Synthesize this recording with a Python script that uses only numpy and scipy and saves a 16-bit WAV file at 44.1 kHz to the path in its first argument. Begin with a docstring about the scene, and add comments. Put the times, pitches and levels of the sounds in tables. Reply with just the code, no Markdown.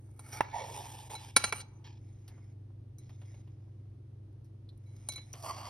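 """Spoon in a bowl of icing

A metal spoon scrapes through runny icing in a ceramic bowl, knocks and clinks on its wall, and is lifted out.
Soft rubs and, in a pause, faint wet ticks follow; then it comes back, rings lightly and scrapes again.
Scrapes are noisy slips filtered by contact resonances; clinks are sums of dying modes and cracks of noise.
A kitchen appliance hums as wavering sines over coloured noise; a close microphone has two ports."""
import sys
import numpy as np
from scipy import signal
from scipy.fft import rfft, irfft
from scipy.io import wavfile
from scipy.ndimage import uniform_filter1d

SR = 44100
rng = np.random.default_rng(int(sys.argv[2]) if len(sys.argv) > 2 else 0)


def log_audio(samples):
    """Write samples as a 16-bit WAV file to the path given in sys.argv[1]."""
    # one column per channel
    frames = np.atleast_2d(samples).T
    # limit to full scale, then quantise
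    limited = np.clip(frames, -1, 1)
    pcm = np.round(limited * 32767).astype(np.int16)
    wavfile.write(sys.argv[1], SR, pcm)


N = 251224
TIME = np.arange(N) / SR  # of each sample [s]
BINS = np.fft.rfftfreq(N, 1 / SR)  # frequency of each bin [Hz]
BLOW_TIME = np.arange(SR // 3) / SR  # time since a short sound began [s]
BLOW_SPAN = 882  # samples (20 ms) over which a short sound's level is judged


def gain_of(db):
    """Logarithmic level: converts decibels to an amplitude ratio."""
    return 10 ** (np.asarray(db) / 20)


def evened(x, span=None):
    """Normalisation: scales to rms 1, judged over the first span samples."""
    return x / np.sqrt(np.mean(x[:span] ** 2) + 1e-20)


def read(points, hz):
    """Interpolation: reads a spectrum on a log-frequency axis."""
    f, value = np.transpose(points)
    return np.interp(np.log(hz + 1), np.log(f + 1), value)


def add(mix, s, sound):
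    """Superposition: mixes a sound in at time s."""
    part = mix[max(round(s * SR), 0):][:len(sound)]
    part += sound[:len(part)]


def coloured(x, points):
    """Linear filtering: weights the spectrum of x by a curve in dB."""
    gain = gain_of(read(points, np.fft.rfftfreq(x.shape[-1], 1 / SR)))
    return irfft(rfft(x) * gain, x.shape[-1])


def bands(x, edges):
    """Band-pass filtering: splits a sound between the given edges [Hz]."""
    filters = [signal.butter(3, pair, "band", fs=SR, output="sos") for pair in zip(edges, edges[1:])]
    return [signal.sosfilt(sos, x) for sos in filters]


def ring(modes, t):
    """Modal superposition: a struck body sounds as exponentially dying sines."""
    return sum(gain_of(db) * 1000 ** (-t / t60) * np.sin(2 * np.pi * hz * t) for hz, db, t60 in modes)


def drift(span):
    """Random modulation: twice-smoothed noise of rms 1 that changes over span seconds."""
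    size = max(int(span * SR), 2)
    return evened(uniform_filter1d(uniform_filter1d(rng.standard_normal(N), size), size))


# Steady tones of the appliance, the mains hum first: (frequency [Hz], rms level [dB])
HUM_TONES = [(100.0, -53), (123.7, -56), (247.6, -77), (317.6, -72.5)]
# Spectrum of the murmuring kitchen air: (frequency [Hz], relative level [dB per Hz])
AIR_SPECTRUM = [(20, -21), (32, -11), (48, 0.5), (66, 3), (100, 4), (150, 0), (200, -6.5), (330, -5.5),
                (450, -16), (700, -25.5), (1500, -38.5), (4000, -43), (10000, -50), (16000, -61)]
# The mains hum rises once, from this far below its table level to as far above
HUM_RISE_S, HUM_RISE_TAKES_S, HUM_RISE_DB = 2.153, .3, 1.6


def hum(waver_db=1.21, air_db=-59):
    """Superposed tones: mains hum beats against a motor's tone, over the dull murmur of the kitchen air."""
    mains_gain = gain_of(HUM_RISE_DB * np.tanh((TIME - HUM_RISE_S) / HUM_RISE_TAKES_S))
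    tones = np.zeros(N)
    for k, (hz, db) in enumerate(HUM_TONES):
        level = gain_of(db + waver_db * drift(0.18))
        tone = level * np.sin(2 * np.pi * hz * TIME + 0.059 * drift(0.28))
        tones += tone * (mains_gain if k == 0 else 1)
    shared = evened(coloured(rng.standard_normal(N), AIR_SPECTRUM))
    # the part that differs between the ports is weakest in the bass
    air_hz, air_level = np.transpose(AIR_SPECTRUM)
    apart_level = air_level + read([(100, -28.5), (400, -6.5), (1500, 2.0)], air_hz)
    apart = evened(coloured(rng.standard_normal((2, N)), np.transpose([air_hz, apart_level])))
    return np.sqrt(2) * tones + gain_of(air_db) * (shared + gain_of(-8.5) * apart)


def slips():
    """Stick-slip: steel slips on glaze, bunched by the hand's judder; colour shifts from spot to spot."""
    sizes = rng.standard_normal(N) * gain_of(2 * np.minimum(rng.exponential(1, N), 4))
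    grains = evened(sizes * (rng.random(N) < 4000 / SR))  # about 4000 slips per second
    judder = gain_of(1.2 * drift(.007))
    z = signal.stft((grains + .6 * rng.standard_normal(N)) * judder, nperseg=512)[2]
    patches = uniform_filter1d(rng.standard_normal(z.shape), size=4, axis=0)
    patches = evened(uniform_filter1d(patches, size=8, axis=1))
    return signal.istft(z * gain_of(2.4 * patches), nperseg=512)[1][:N]


RELEASE_S = .015  # a stroke fades for this long, centred on its end


def stroke(start, end, rise, sag):
    """Envelope of a contact force: the spoon bears down, eases off steadily and lets go."""
    attack = np.clip((TIME - start) / max(rise, .002), 0, 1) ** 2
    release = np.clip((end - TIME) / RELEASE_S + .5, 0, 1)
    easing = gain_of(-sag * np.clip(TIME - start - rise, 0, end - start))
    return attack * easing * release


# Strokes of the spoon: (start [s], end [s], rise, at least 2 ms [s], level of the rasp [dB], sag [dB/s],
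# hollow body over the rasp [dB], fizz over the rasp [dB], place of contact)
STROKES = [(0, 0.23, 0.0033, -80.5, 5, -1, 9, "wall"), (0.139, 0.327, 0.18, -53.5, -5, -1.5, 3.5, "wall"),
           (0.316, .395, 0.013, -45, 40, -0.5, -1, "wall"), (0.377, 0.545, .02, -54, -9, -11, -15, "wall"),
           (0.511, 0.709, 0.0425, -41, 40, 3.5, -10.5, "deep"),
           (0.499, 1.085, .27, -46, 29.5, 1, 2, "side"), (1.086, 1.169, 0.018, -47.5, 5, 4.5, 2, "side"),
           (1.158, 1.309, 0.026, -52, 6, -5, -2, "side"), (1.298, 1.38, .01, -64, 0.5, -5.5, -1.5, "side"),
           (1.364, 1.506, 0.033, -42, 10.5, -9, -3, "rim"),
           (1.517, 1.616, 0.0365, -43, 34, -7.5, 1.5, "rim"),
           (1.613, 1.849, .01, -67.5, 46, 4.5, -7, "rim"),
           (1.838, 2.0, 0.0084, -50, 152, -10.5, -16, "side"),
           (1.896, 2.529, .14, -73.5, 8, -3.5, -2, "cake"),
           (2.269, 2.549, 0.016, -76, 66.5, 10, -11.5, "cake"),
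           (2.974, 3.168, 0.04, -70.5, -3, -7.5, -4.5, "cake"),
           (3.14, 3.417, 0.071, -67.5, 0, -3, -3.5, "cake"),
           (3.4, 3.951, 0.021, -78.5, 22, -3.5, -10.5, "cake"),
           (4.681, 5.33, 0.41, -64.5, 7, -3.5, 0.5, "cake"),
           (5.333, 5.44, 0.022, -60.5, -25, 2, 7.5, "bottom"),
           (5.424, 5.52, 0.022, -43.5, 11, 4.5, 2.5, "bottom"),
           (5.512, 5.694, 0.014, -46.5, 0, -1, -2.5, "bottom")]
# Resonances of spoon and bowl in contact, by place; deep is in the icing, and cake is the soft rub
# of icing being spread on a cake: (frequency [Hz], -3 dB width [Hz], level [dB])
WALL = [(435, 520, -13.5), (845, 72.4, 5), (1271, 340, -7), (1884, 140, -6), (2200, 129.7, 3),
        (3000, 1700, -9.5), (4710, 700, -15.5), (5930, 720, -6.5), (8730, 1025, -35), (9400, 440, -14),
        (9600, 150, -17), (11120, 1000, -18.5)]
DEEP = [(650, 140, -7), (897, 85, 7), (1870, 175, -17), (2270, 84, -11.5), (2650, 110, -33),
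        (3370, 270, -18), (4440, 650, -35.5), (5570, 144, -14.5), (6500, 330, -20), (8600, 1100, -21),
        (9900, 230, -14), (12200, 770, -26)]
SIDE_WALL = [(451.8, 300, -13.5), (878, 110, 6), (1770, 280, -20.5), (2400, 350, -13.5), (3229, 680, -13.5),
             (4000, 1000, -19.5), (5134, 600, -15), (6647, 1200, -16.5), (7972, 1500, -20.5),
             (8930, 1100, -17), (9300, 900, -26), (11696, 660, -22.5)]
RIM = [(450, 770, -8), (860, 83, 4), (1210, 400, -5.5), (1920, 140, -4.5), (2295, 130, 3.5),
       (2800, 400, 0.5), (4050, 300, -5), (4800, 600, -9), (5260, 400, -8.5), (6160, 50, 14),
       (8640, 800, -4), (9600, 420, -4), (11600, 900, -13.5)]
CAKE = [(795, 260, -17.5), (2170, 330, -1), (3500, 1070, -5.5), (5280, 470, -2), (6420, 430, -0.5),
        (8700, 660, -16), (9800, 890, -20.5)]
BOTTOM = [(277, 590, -17), (647, 142, -0.5), (970, 460, -5), (1180, 114, 1.5), (1963, 1270, -17),
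          (3230, 440, -14), (4540, 390, -9.5), (5630, 1120, -18.5), (7600, 940, -19.5), (10100, 120, -25.5),
          (11400, 1200, -49.5), (12660, 490, -26)]


def scrape(place, resonances, base_db):
    """Source and filter: slips excite the resonances of one place for as long as each stroke lasts."""
    body = gain_of(base_db)  # the response between the resonances
    for k, (hz, width, db) in enumerate(resonances):
        # successive resonances alternate in sign
        body = body + (-1) ** k * gain_of(db) / (1 + 1j * (BINS - hz) / (.8 * width)) ** 2
    rubbed = irfft(rfft(slips()) * body, N)
    low, rasp, fizz = map(evened, bands(rubbed, (200, 1400, 7000, 13000)))
    out = np.zeros(N)
    for start, end, rise, db, sag, body_db, fizz_db, where in STROKES:
        if where == place:
            sound = gain_of(body_db) * low + rasp + gain_of(fizz_db) * fizz
            out += gain_of(db) * stroke(start, end, rise, sag) * sound
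    return out


# Spoon on bowl: (time [s], thud [dB], clack [dB], clink [dB], sparkle [dB], skid [s],
# t60 of the choked ring [s])
BLOWS = [(0.1915, -55.5, -58.5, -56.5, -49, 0.0062, 0.066), (1.151, -51.5, -57, -55, -50, 0.0021, 0.065),
         (1.3632, -27, -19.5, -16.5, -16, 0.0035, 0.084), (1.4389, -34, -27.5, -26.5, -31, 0.0033, 0.15),
         (1.5234, -34.5, -30, -35, -38.5, 0.0016, 0.071), (1.602, -71, -51.5, -43.5, -55, 0.016, 0.085),
         (5.0869, -49, -51, -41.5, -33, 0.00039, 0.016), (5.16, -60.5, -62, -67, -49.5, 0.00062, 0.02)]
# Modes of the bowl: (frequency [Hz], level [dB], free t60 [s])
BOWL_MODES = [(855, -5, .08), (1030, -3, .07), (1376, 0, .07), (1720, -10, .05), (1950, -6, .05),
              (2276, 1, .07), (2730, -12, .09), (3330, -8, .06), (3946, 0, .07), (4101, -3, .07),
              (4594, -2, .06), (4727, -7, .07), (5600, -13, .05), (6050, -10, .04), (6257, -14, .12),
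              (8527, -8, .05), (8807, -8, .06), (9250, -12, .04), (9637, 5, .07), (10001, -1, .05),
              (11900, -12, .04), (14950, -19, .04)]
# Spectrum of the dense crack of a contact: (frequency [Hz], relative level [dB])
CRACK_SPECTRUM = [(60, -16), (250, -1.5), (850, 5), (1500, -2), (3000, -9.5), (4500, -2.5), (6000, 3.5),
                  (8600, 1), (10000, -10), (11000, -13), (12300, -11), (13200, -26), (16000, -32)]


def bowl_blows(crack_db=-4, crack_t60=0.046, rise=0.00093, free_ring=.04):
    """Impact and damping: the spoon skids on the glaze, then spoon and icing choke the bowl's ring."""
    out, t = np.zeros(N), BLOW_TIME
    for s, *levels, skid, choke_t60 in BLOWS:
        after = np.maximum(t - skid, 0)
        crack = evened(coloured(rng.standard_normal(len(t)), CRACK_SPECTRUM)) * 1000 ** (-after / crack_t60)
        body = ring(BOWL_MODES, t) * (1000 ** (-after / choke_t60) + free_ring)
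        blow = evened(body, BLOW_SPAN) + gain_of(crack_db) * evened(crack, BLOW_SPAN)
        blow = blow * (1 - np.exp(-t / rise))
        parts = bands(blow, (120, 1500, 3000, 7000, 16000))  # thud, clack, clink, sparkle
        add(out, s, sum(gain_of(db) * evened(part, BLOW_SPAN) for db, part in zip(levels, parts)))
    return out


# The spoon rings on after a touch: (time [s], level [dB], contact pressure [0-1],
# frequency that the point of contact favours [Hz], factor that divides every t60)
SPOON_RINGS = [(.193, -63, 0.1, 9600, 2), (1.151, -33.5, 0, 4000, 1.32), (1.364, -38, 0.26, 2260, 0.82),
               (1.440, -23.5, 1, 7400, 0.76), (1.524, -31, 0.98, 2306, 1.9), (1.605, -43, 0.17, 5900, 1.4),
               (2.985, -47.5, 0.05, 10410, 1.1), (4.86, -66.5, 0.02, 2885, 0.24),
               (5.088, -29, 0.01, 5300, 0.71), (5.158, -32, 0, 4100, 0.98)]
# Modes of the spoon: (frequency [Hz], level [dB], undivided t60 [s], stiffening at full pressure [Hz])
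SPOON_MODES = [(2235, -1, .19, 80), (3995, 0, .17, 105), (6195, -4, .13, 62), (8780, -11, .1, 25),
               (9420, -12, .08, 20), (9625, -9, .08, 15)]
CHOKE_T60_S = .06  # a new touch stops the spoon's earlier ring this fast


def spoon_rings(focus_db=10):
    """Modal excitation: the contact point favours near modes [dB/octave], and pressure stiffens them."""
    out, t = np.zeros(N), BLOW_TIME
    next_touches = [row[0] for row in SPOON_RINGS[1:]] + [N / SR]
    for (s, db, pressure, favoured, damping), stop in zip(SPOON_RINGS, next_touches):
        modes = [(hz + pressure * stiffening, level - focus_db * abs(np.log2(hz / favoured)), t60 / damping)
                 for hz, level, t60, stiffening in SPOON_MODES]
        choke = 1000 ** (-np.maximum(s + t - stop, 0) / CHOKE_T60_S)
        add(out, s, gain_of(db) * ring(modes, t) * (1 - np.exp(-t / 0.00082)) * choke)
    return out


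# Small wet ticks and light taps: (time [s], level of the snap [dB], t60 [s],
# pitch of the snap [Hz], its -6 dB width [Hz])
TICKS = [(0.324, -43.5, .19, 5620, 300), (1.099, -53, 0.13, 2700, 3000), (2.279, -56, 0.08, 4496, 3500),
         (2.379, -73, 0.055, 1500, 3000), (2.984, -58.5, 0.055, 6340, 1590),
         (3.094, -61, 0.089, 2657, 3500), (3.216, -63, 0.09, 2470, 3500), (3.342, -65.5, .056, 2525, 3500),
         (3.475, -69, 0.099, 2400, 3500), (4.445, -74, .12, 5500, 3000), (4.69, -58, 0.05, 4000, 720),
         (4.776, -74.5, .026, 6960, 3000), (4.964, -66.5, 0.021, 5110, 2000),
         (5.122, -48, 0.036, 5020, 3000), (5.135, -51, 0.048, 4800, 3000), (5.179, -53, 0.054, 2715, 3500),
         (5.33, -42.5, 0.039, 6080, 910), (5.337, -51, 0.11, 2530, 3000), (5.402, -59, 0.031, 6000, 2500),
         (5.426, -54, .019, 5530, 2500)]
# A tick of this pitch and width has this much dull body and fizz;
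# a higher one trades body for fizz, a narrower one loses both
TICK_HZ, TICK_WIDTH_HZ, TICK_BODY_DB, TICK_FIZZ_DB, TICK_DB_PER_OCTAVE = 3000, 6500, 2.5, -3.5, 12
# The faintest ticks fall by chance, within the spread above or below their level
FAINT_PER_S, FAINT_DB, FAINT_SPREAD_DB, FAINT_T60_S = 4, -87, 3, 0.036


def ticks():
    """Damped resonance: one peak each, from a narrow squeak to a broad snap; the higher, the fizzier."""
    out, t = np.zeros(N), BLOW_TIME
    hz = np.fft.rfftfreq(len(t), 1 / SR)
    faint = []
    for when, size, height in rng.random((round(FAINT_PER_S * N / SR), 3)):
        level = FAINT_DB + FAINT_SPREAD_DB * (2 * size - 1)
        pitch = TICK_HZ * 2 ** (2 * height - 1)  # within an octave either way
        faint.append((when * N / SR, level, FAINT_T60_S, pitch, TICK_WIDTH_HZ))
    for s, db, t60, pitch, width in [*TICKS, *faint]:
        burst = rng.standard_normal(len(t)) * 1000 ** (-t / max(t60, .003))
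        body, _, fizz = bands(burst, (330, 1400, 8000, 13000))
        snap = irfft(rfft(burst) / (1 + 1j * (hz - pitch) / (0.48 * width)) ** 2, len(t))
        bright = TICK_DB_PER_OCTAVE * np.log2(pitch / TICK_HZ)
        skirts = gain_of(TICK_BODY_DB - bright) * evened(body, BLOW_SPAN)
        skirts = skirts + gain_of(TICK_FIZZ_DB + bright) * evened(fizz, BLOW_SPAN)
        add(out, s, gain_of(db) * (evened(snap, BLOW_SPAN) + width / TICK_WIDTH_HZ * skirts))
    return out


# Modes of the bowl's foot on the worktop: (frequency [Hz], level [dB], t60 [s])
FOOT_MODES = [(448, -16.5, 0.02), (673, -4.5, 0.013), (873, 2, 0.02), (971, -10.5, 0.032), (902, -26, 0.17),
              (1293, -5.5, 0.021), (1728, -5.5, 0.021), (1949, -8, 0.024), (2235, -15.5, 0.024),
              (2690, -15, 0.038), (3734, -13.5, 0.01), (5620, -15.5, 0.01576), (8760, -20, 0.015),
              (9660, -22.5, 0.014)]
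KNOCK_S, KNOCK_DB = .4072, -11  # the one knock of the foot


def knock(crunch_db=-24, crunch_t60=0.1, rise=0.00042):
    """Impact: the push of the spoon tips the bowl, and its foot knocks dully on the worktop."""
    out, t = np.zeros(N), BLOW_TIME
    colour = [(60, -8), (300, 0), (1500, 4), (4000, -10.5), (10000, -15), (12000, -15)]  # (Hz, dB)
    crunch = evened(coloured(rng.standard_normal(len(t)), colour)) * 1000 ** (-t / crunch_t60)
    sound = (ring(FOOT_MODES, t) + gain_of(crunch_db) * crunch) * (1 - np.exp(-t / rise))
    add(out, KNOCK_S, gain_of(KNOCK_DB) * sound)
    return out


# The hollow that opens in the icing behind the spoon: its volume grows steadily, so its pitch sinks
HOLLOW_S, HOLLOW_HZ, HOLLOW_DB = .532, 820, -41
HOLLOW_RISE_S, HOLLOW_DOUBLES_S, HOLLOW_FADE_DB_PER_S = 0.021, 0.082, 71


def hollow(width_hz=170):
    """Cavity resonance: slips sound the growing hollow, whose pitch sinks with the root of its volume."""
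    age = np.maximum(TIME - HOLLOW_S, 0)
    hz = HOLLOW_HZ / np.sqrt(1 + age / HOLLOW_DOUBLES_S)
    # shift the moving pitch to zero, filter there, and shift back
    turn = np.exp(2j * np.pi * np.cumsum(hz) / SR)
    r = np.exp(-np.pi * width_hz / SR)
    sound = (turn * signal.lfilter([1], [1, -2 * r, r * r], slips() / turn)).real
    level = gain_of(HOLLOW_DB - HOLLOW_FADE_DB_PER_S * age)
    return evened(sound) * np.minimum(age / HOLLOW_RISE_S, 1) * level


# Level difference of the two ports: (frequency [Hz], left minus right [dB])
PORT_TILT = [(100, 0.5), (400, -2), (850, -6), (1400, 0.5), (1950, 1.5), (2270, -5.5), (2730, 2.5),
             (3330, -0.5), (4600, -1), (6000, 0.5), (13000, -0.3)]
# Phase by which the left port leads, for rubs and for clinks: (frequency [Hz], lead [rad])
LEAD_SCRAPE = [(100, 0), (400, 0.87), (850, 0.7), (1900, 0.15), (2600, 1.47), (3400, 0.96), (4600, 1.07),
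               (5600, 0), (6300, 2.5), (8700, 4.5), (9700, 7), (11900, 8)]
LEAD_CLINK = [(100, 0), (850, -.5), (1900, 0), (2270, -1.3), (2730, .8), (4100, .75), (4600, .4),
              (5600, .9), (6200, 2.1), (8700, 4.5), (9700, 5.45), (10100, 5.6), (11900, 7.6)]


def ports(x, lead):
    """Interchannel difference: the two microphone ports hear the bowl with different level and phase."""
    half = gain_of(read(PORT_TILT, BINS) / 2) * np.exp(.5j * read(lead, BINS))
    return irfft(rfft(x) * np.array([half, 1 / half]), N)


# Decay of the room: (frequency [Hz], t60 [s])
ROOM_DECAY = [(100, 0.83), (1000, .45), (4000, 0.38), (10000, 0.14), (16000, 0.27)]


def kitchen(x):
    """Reverberation: sparse reflections after 4 ms, each band dying at its own speed."""
    size = SR // 2
    taps = rng.standard_normal((2, size)) * (rng.random((2, size)) < .08) * (np.arange(size) > .004 * SR)
    hz, t, z = signal.stft(taps, SR, nperseg=256)
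    tail = signal.istft(z * 1000 ** (-t / read(ROOM_DECAY, hz)[:, None]), SR, nperseg=256)[1]
    return signal.fftconvolve(x[None], tail / np.linalg.norm(tail[0]), axes=1)[:, :N]


def scene():
    """Superposition: strokes, clinks and ticks close by; room and hum behind."""
    rubs = (scrape("wall", WALL, base_db=-20.5)
            + scrape("deep", DEEP, base_db=-31)
            + scrape("side", SIDE_WALL, base_db=-34.5)
            + scrape("rim", RIM, base_db=-24.5)
            + scrape("cake", CAKE, base_db=-23.0)
            + scrape("bottom", BOTTOM, base_db=-35.0))
    rubs = rubs + hollow() + knock() + ticks()
    hits = bowl_blows() + spoon_rings()
    close = ports(rubs, LEAD_SCRAPE) + ports(hits, LEAD_CLINK)
    return close + gain_of(-19) * kitchen(rubs + hits) + hum()


# Overall colour of the sound, a dip near 7.4 kHz and a dull top above 12.5 kHz:
# (frequency [Hz], level [dB])
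OVERALL_COLOUR = [(20, 3.5), (6300, -6.5), (6800, -8), (7400, -25), (8000, -15.5), (8500, -3), (12200, -6),
                  (13100, -16), (14300, -14), (15000, -3.5), (16000, -8.5)]
EDGE_HZ = 15900  # upper band limit


def record(dry):
    """Frequency response: the overall colour with its dip near 7.4 kHz, then the band limit."""
    low_pass = signal.firwin(511, EDGE_HZ, window=("kaiser", 9), fs=SR)
    return signal.oaconvolve(coloured(dry, OVERALL_COLOUR), low_pass[None], "same")


dry = scene()
out = record(dry)
log_audio(out)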